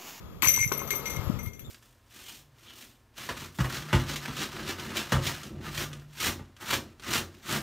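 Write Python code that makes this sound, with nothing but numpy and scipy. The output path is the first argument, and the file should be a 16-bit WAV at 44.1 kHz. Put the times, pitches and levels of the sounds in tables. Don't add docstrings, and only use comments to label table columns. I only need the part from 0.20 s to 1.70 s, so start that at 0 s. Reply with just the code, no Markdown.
import sys
import numpy as np
from scipy import signal
from scipy.fft import rfft, irfft
from scipy.io import wavfile
from scipy.ndimage import uniform_filter1d

SR = 44100
rng = np.random.default_rng(int(sys.argv[2]) if len(sys.argv) > 2 else 0)


def unload_wav(signal):
    wavfile.write(
        sys.argv[1],
        SR,
        np.round(np.clip(np.atleast_2d(signal).T, -1, 1) * 32767).astype(np.int16),
    )


N = 66150
T = np.arange(N) / SR


def amp(db):
    return 10 ** (np.asarray(db) / 20)


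def unit(x):
    return x / np.sqrt(np.mean(x ** 2))


def curve(rows, column=1):
    rows = np.array(rows)
    return np.interp(T, rows[:, 0], rows[:, column])


def colour(x, points):
    hz, db = np.array(points).T
    bins_hz = np.maximum(np.fft.rfftfreq(2 * N, 1 / SR), 1)
    gain = unit(amp(np.interp(np.log(bins_hz), np.log(hz), db)))
    cepstrum = irfft(np.log(gain))
    cepstrum[1:N] *= 2
    cepstrum[N + 1:] = 0
    return irfft(rfft(x, 2 * N) * np.exp(rfft(cepstrum)))[..., :N]


def add(out, start_s, x):
    i = int(start_s * SR)
    out[i:i + len(x)] += x[:N - i]


def decay(t, t60_s):
    return np.exp(-np.log(1000) * t / t60_s)


def ring(hz, t60_s):
    t = T[:int(t60_s * SR)]
    return np.sin(2 * np.pi * hz * t) * decay(t, t60_s)


# freq_hz, gain_db
AIR_SPECTRUM = [(450, 0.5), (800, -15), (1300, -13), (7500, -49), (9300, -31), (12000, -20)]


def air(level_db=-52.5):
    return amp(level_db) * colour(rng.standard_normal((2, N)), AIR_SPECTRUM) * amp([[3], [-4]])


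# time_s, pitch_hz, level_db
BIRD_CALL = [(1.405, 3350, -68), (1.42, 3380, -55), (1.432, 3330, -68), (1.447, 3540, -53),
             (1.461, 3650, -55), (1.475, 3600, -55), (1.5, 3350, -65)]


def bird():
    waver, flutter = unit(uniform_filter1d(rng.standard_normal((2, N)), size=100))
    pitch_hz = curve(BIRD_CALL) * (1 + 0.018 * waver)
    phase = 2 * np.pi * np.cumsum(pitch_hz) / SR
    level_db = curve(BIRD_CALL, column=2) + 4.6 * flutter
    return amp(level_db) * (np.sin(phase) + amp(-4.5) * np.sin(2 * phase))


# time_s, left_db, right_db
RUMBLE_LEVELS = [(0, -43, -46.5), (.2, -51.5, -43.5), (.45, -44, -38), (.62, -42, -52.5), (.82, -46, -58),
                 (.95, -39.5, -57), (1.12, -30, -63), (1.29, -35, -77), (1.33, -45.5, -102),
                 (1.5, -44.5, -34)]
# freq_hz, gain_db
RUMBLE_SPECTRUM = [(20, -50.5), (45, -3), (70, 3.5), (130, 0.5), (220, -6.5), (400, -35), (1000, -62)]
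# centre_s, level_db, pitch_hz, left_minus_right_db
EDDIES = [(0.273, -19, 116, -48), (0.414, -20, 101, -28), (0.466, -18, 121, -38), (0.975, -22.5, 125.7, 30),
          (0.995, -18.5, 104, 34), (1.076, -18, 82.9, 34), (1.101, -10.5, 198, 55), (1.143, -16.5, 101, 39),
          (1.271, -24.5, 84, 25)]


def wind(width_cycles=0.58):
    levels_db = [curve(RUMBLE_LEVELS, column=1), curve(RUMBLE_LEVELS, column=2)]
    out = amp(levels_db) * colour(rng.standard_normal((2, N)), RUMBLE_SPECTRUM)
    for centre_s, db, hz, pan_db in EDDIES:
        cycles = (T - centre_s) * hz
        eddy = np.exp(-np.abs(cycles / width_cycles) ** 1.48) * np.sin(2 * np.pi * cycles)
        out += amp(db + np.minimum([[pan_db], [-pan_db]], 0)) * eddy
    return out


# time_s, level_db
CAGE_LEVELS = [(0, -48), (.21, -51), (.25, -36), (.45, -55), (.5, -45.5), (.54, -39), (1.1, -37),
               (1.27, -47.5), (1.35, -68.5), (1.5, -51.5)]
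# freq_hz, gain_db
CAGE_SPECTRUM = [(100, -9), (220, 0.5), (410, 2.5), (850, -4.5), (1300, 2), (1550, -11), (3500, -13.5),
                 (5200, -17.5), (7800, -21.5), (9300, -59), (14000, -16)]


def cage():
    return amp(curve(CAGE_LEVELS)) * colour(rng.standard_normal(N), CAGE_SPECTRUM)


# start_s, level_db
TRAY_HITS = [(0.227, -48.5), (0.519, -34), (.615, -42.5), (0.731, -42.5)]
# freq_hz, gain_db, t60_s
BASKET_MODES = [(140.2, -7, 3.6), (224.1, -8.5, 3.9), (384, 13.5, 0.052), (408, -7, 2.5), (548, -14.5, 1.1),
                (1125, 4, 0.11), (1284, -12, 2.2)]


def tray(detune=0.00293):
    out = np.zeros(N)
    for start_s, db in TRAY_HITS:
        for hz, mode_db, t60_s in BASKET_MODES:
            detuned_hz = hz * (1 + detune * rng.standard_normal())
            add(out, start_s, amp(db + mode_db) * ring(detuned_hz, t60_s))
    return out


# start_s, body_db, pitch_hz, rim_db
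DISC_KNOCKS = [(.2218, -24.5, 1150, -16), (.2297, -17.5, 1060, -15.5), (.2445, -27, 1100, -16),
               (.2605, -20, 1050, -25), (.3730, -22, 1010, -38), (.5172, -16.5, 1100, -23),
               (.615, -23, 1060, -37), (.736, -31, 970, -44)]
# pitch_ratio, gain_db, t60_s
BODY_MODES = [(.87, -8, .014), (1, 1, .028), (1.38, -11, .025)]
# pitch_ratio, gain_db, t60_s
CLACK_MODES = [(1.7, -5, .016), (2, 0, .018), (2.3, -5, .013)]


def disc(slap_db=-7.5, slap_decay_s=0.0068):
    out, slaps = np.zeros(N), np.zeros(N)
    for start_s, body_db, pitch_hz, rim_db in DISC_KNOCKS:
        for modes, db in (BODY_MODES, body_db), (CLACK_MODES, rim_db):
            for k, (ratio, mode_db, t60_s) in enumerate(modes):
                add(out, start_s, (-1) ** k * amp(db + mode_db) * ring(pitch_hz * ratio, t60_s))
        add(slaps, start_s, amp(body_db + slap_db) * np.exp(-T / slap_decay_s))
    slap_spectrum = [(70, -23), (300, 6), (600, -9), (1050, 9), (1600, 3.5), (9000, -63)]
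    return out + colour(slaps * rng.standard_normal(N), slap_spectrum)


CONTACT_SCATTER_DB = 5.5
LOW_T60_S, MID_T60_S, TOP_T60_S = 0.26, 0.16, 0.13


def attack(t, contact_s=0.00023):
    return -np.expm1(-(t / contact_s) ** 2)


# freq_hz, gain_db, spread_hz
LINK_TOP = [(11650, -1, 260), (11995, -8, 35), (12720, -1, 80), (13300, -1, 450), (14230, -5, 110)]


def tinkle(count=340, level_db=-32.5, fade_db_per_s=26):
    out, first_s = np.zeros(N), CHAIN_CLASHES[0][0]
    for k, (jitter, pick) in enumerate(rng.random((count, 2))):
        age_s = (T[-1] - first_s) * (k + jitter) / count
        hz, mode_db, spread_hz = LINK_TOP[int(pick * len(LINK_TOP))]
        detune, strength = rng.standard_normal(2)
        db = mode_db + level_db - fade_db_per_s * age_s + CONTACT_SCATTER_DB * strength
        ping = ring(hz + spread_hz * detune, TOP_T60_S)
        add(out, first_s + age_s, amp(db) * ping * attack(T[:len(ping)]))
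    return out


def flurry(count=11, span_s=0.072, fade_db_per_s=231):
    delays_s = span_s * ((np.arange(count) + rng.random(count)) / count) ** 2
    delays_s[0] = 0
    sizes = amp(CONTACT_SCATTER_DB * rng.standard_normal(count) - fade_db_per_s * delays_s)
    sizes[0] *= 4
    return delays_s, sizes / np.linalg.norm(sizes)


def links(modes, t60_s, start_s, delays_s, sizes, scatter_db=1.5):
    out, t = np.zeros(N), T[:int(t60_s * SR)]
    envelope = attack(t) * decay(t, t60_s)
    for hz, db, spread_hz in modes:
        draws = rng.standard_normal((len(sizes), 2))
        for delay_s, size, (detune, strength) in zip(delays_s, sizes, draws):
            clock_s = (int(start_s * SR) + int(delay_s * SR)) / SR + t
            tone = np.sin(2 * np.pi * (hz * clock_s + spread_hz * detune * t))
            add(out, delay_s, size * amp(db + scatter_db * strength) * envelope * tone)
    return out / np.sqrt(uniform_filter1d(out ** 2, size=600).max())


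# freq_hz, gain_db, spread_hz
LINK_LOW = [(2124, 0, 11), (2160, -7, 80), (2390, -9, 55)]
# freq_hz, gain_db, spread_hz
LINK_MID = [(5942, -3, 20), (5992, -5, 20), (6040, -4, 55), (6100, -3, 150), (7780, -12, 250),
            (11360, -8, 35)]
# freq_hz, gain_db
CRACK_SPECTRUM = [(700, -33.5), (1500, 3.5), (2400, 12), (3400, 5), (4300, 9), (5200, -2), (6000, 0),
                  (7900, 4.5), (9300, -12.5), (11200, 0.5), (14200, 8)]
# start_s, crack_db, low_db, mid_db, top_db
CHAIN_CLASHES = [(0.2213, -15, -31, -45, -25.5), (0.2292, -16.5, -57, -29.5, -18.5),
                 (0.2464, -24, -23.5, -40, -16), (0.2530, -23, -62, -26.5, -25),
                 (0.2719, -18, -39, -19.5, -37), (0.2840, -21.5, -26, -15, -11),
                 (0.3052, -35, -44, -25, -19.5), (0.3365, -29, -29, -22, -21),
                 (0.3465, -26, -35.5, -29, -23), (0.3616, -26, -35.5, -24, -31),
                 (0.3887, -29, -25.5, -26.5, -47), (0.4084, -45, -27, -22, -40),
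                 (0.4279, -30, -23, -25, -33), (0.4497, -42, -34.5, -36, -26.5),
                 (0.4754, -41, -42.5, -30, -39), (0.521, -25, -38.5, -29, -25.5),
                 (0.5747, -41, -43.5, -40, -24), (0.5929, -35, -39, -36.5, -43),
                 (0.6747, -36, -50.5, -42, -33), (0.7053, -21.5, -28.5, -28.5, -21.5),
                 (0.749, -33, -40.5, -35.5, -23), (0.856, -27, -32, -34.5, -34),
                 (0.8974, -29, -41.5, -37, -33), (0.9614, -43, -35.5, -39.5, -34),
                 (0.9687, -35.5, -43, -50, -56), (1.0378, -56, -86, -75, -40),
                 (1.189, -45.5, -40.5, -44, -37.5), (1.2297, -58, -51.5, -48.5, -33.5),
                 (1.26, -39, -43, -49.5, -37), (1.3329, -46, -53, -47.5, -62),
                 (1.3935, -42.5, -63, -50.5, -36)]
CRACK_TRIM_DB, LOW_TRIM_DB, MID_TRIM_DB, TOP_TRIM_DB = 5.5, -0.5, 1.5, -4


def chains(crack_decay_s=0.002, sizzle_decay_s=0.043, sizzle_db=-14, choke_s=0.0034):
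    rings, crack_power = np.zeros(N), np.zeros(N)
    ends_s = [row[0] for row in CHAIN_CLASHES[1:]] + [T[-1]]
    for (start_s, crack_db, low_db, mid_db, top_db), end_s in zip(CHAIN_CLASHES, ends_s):
        delays_s, sizes = flurry()
        choke = np.exp(-np.maximum(T - (end_s - start_s), 0) / choke_s)
        for modes, t60_s, db in [(LINK_LOW, LOW_T60_S, low_db + LOW_TRIM_DB),
                                 (LINK_MID, MID_T60_S, mid_db + MID_TRIM_DB),
                                 (LINK_TOP, TOP_T60_S, top_db + TOP_TRIM_DB)]:
            add(rings, start_s, choke * amp(db) * links(modes, t60_s, start_s, delays_s, sizes))
        crack = amp(crack_db) * np.exp(-T[:N // 32] / crack_decay_s)
        for delay_s, size in zip(delays_s, sizes):
            add(crack_power, start_s + delay_s, (size * crack) ** 2)
        sizzle = amp(crack_db + sizzle_db) * np.exp(-T / sizzle_decay_s)
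        add(crack_power, start_s, sizzle ** 2)
    cracks = colour(np.sqrt(crack_power) * rng.standard_normal(N), CRACK_SPECTRUM)
    return rings + amp(CRACK_TRIM_DB) * cracks


def hillside(x, right_db=-12, right_lead_s=0.00011, scatter_db=-13.5, scatter_t60_s=0.11):
    bins_hz = np.fft.rfftfreq(2 * N, 1 / SR)
    advance = np.exp(2j * np.pi * bins_hz * right_lead_s)
    right = amp(right_db) * irfft(rfft(x, 2 * N) * advance)[:N]
    tail = rng.standard_normal((2, N)) * decay(T, scatter_t60_s)
    tail /= np.linalg.norm(tail, axis=1, keepdims=True)
    scatter = signal.fftconvolve(x[None], tail, axes=1)[:, :N]
    return np.array([x, right]) + amp(scatter_db) * scatter


def scene():
    return air() + hillside(chains() + tinkle() + disc() + tray() + cage() + bird()) + wind()


def record(dry):
    order, cutoff_hz = 36, 14300
    return signal.sosfilt(signal.butter(order, cutoff_hz, fs=SR, output="sos"), dry)


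dry = scene()
out = record(dry)
unload_wav(out)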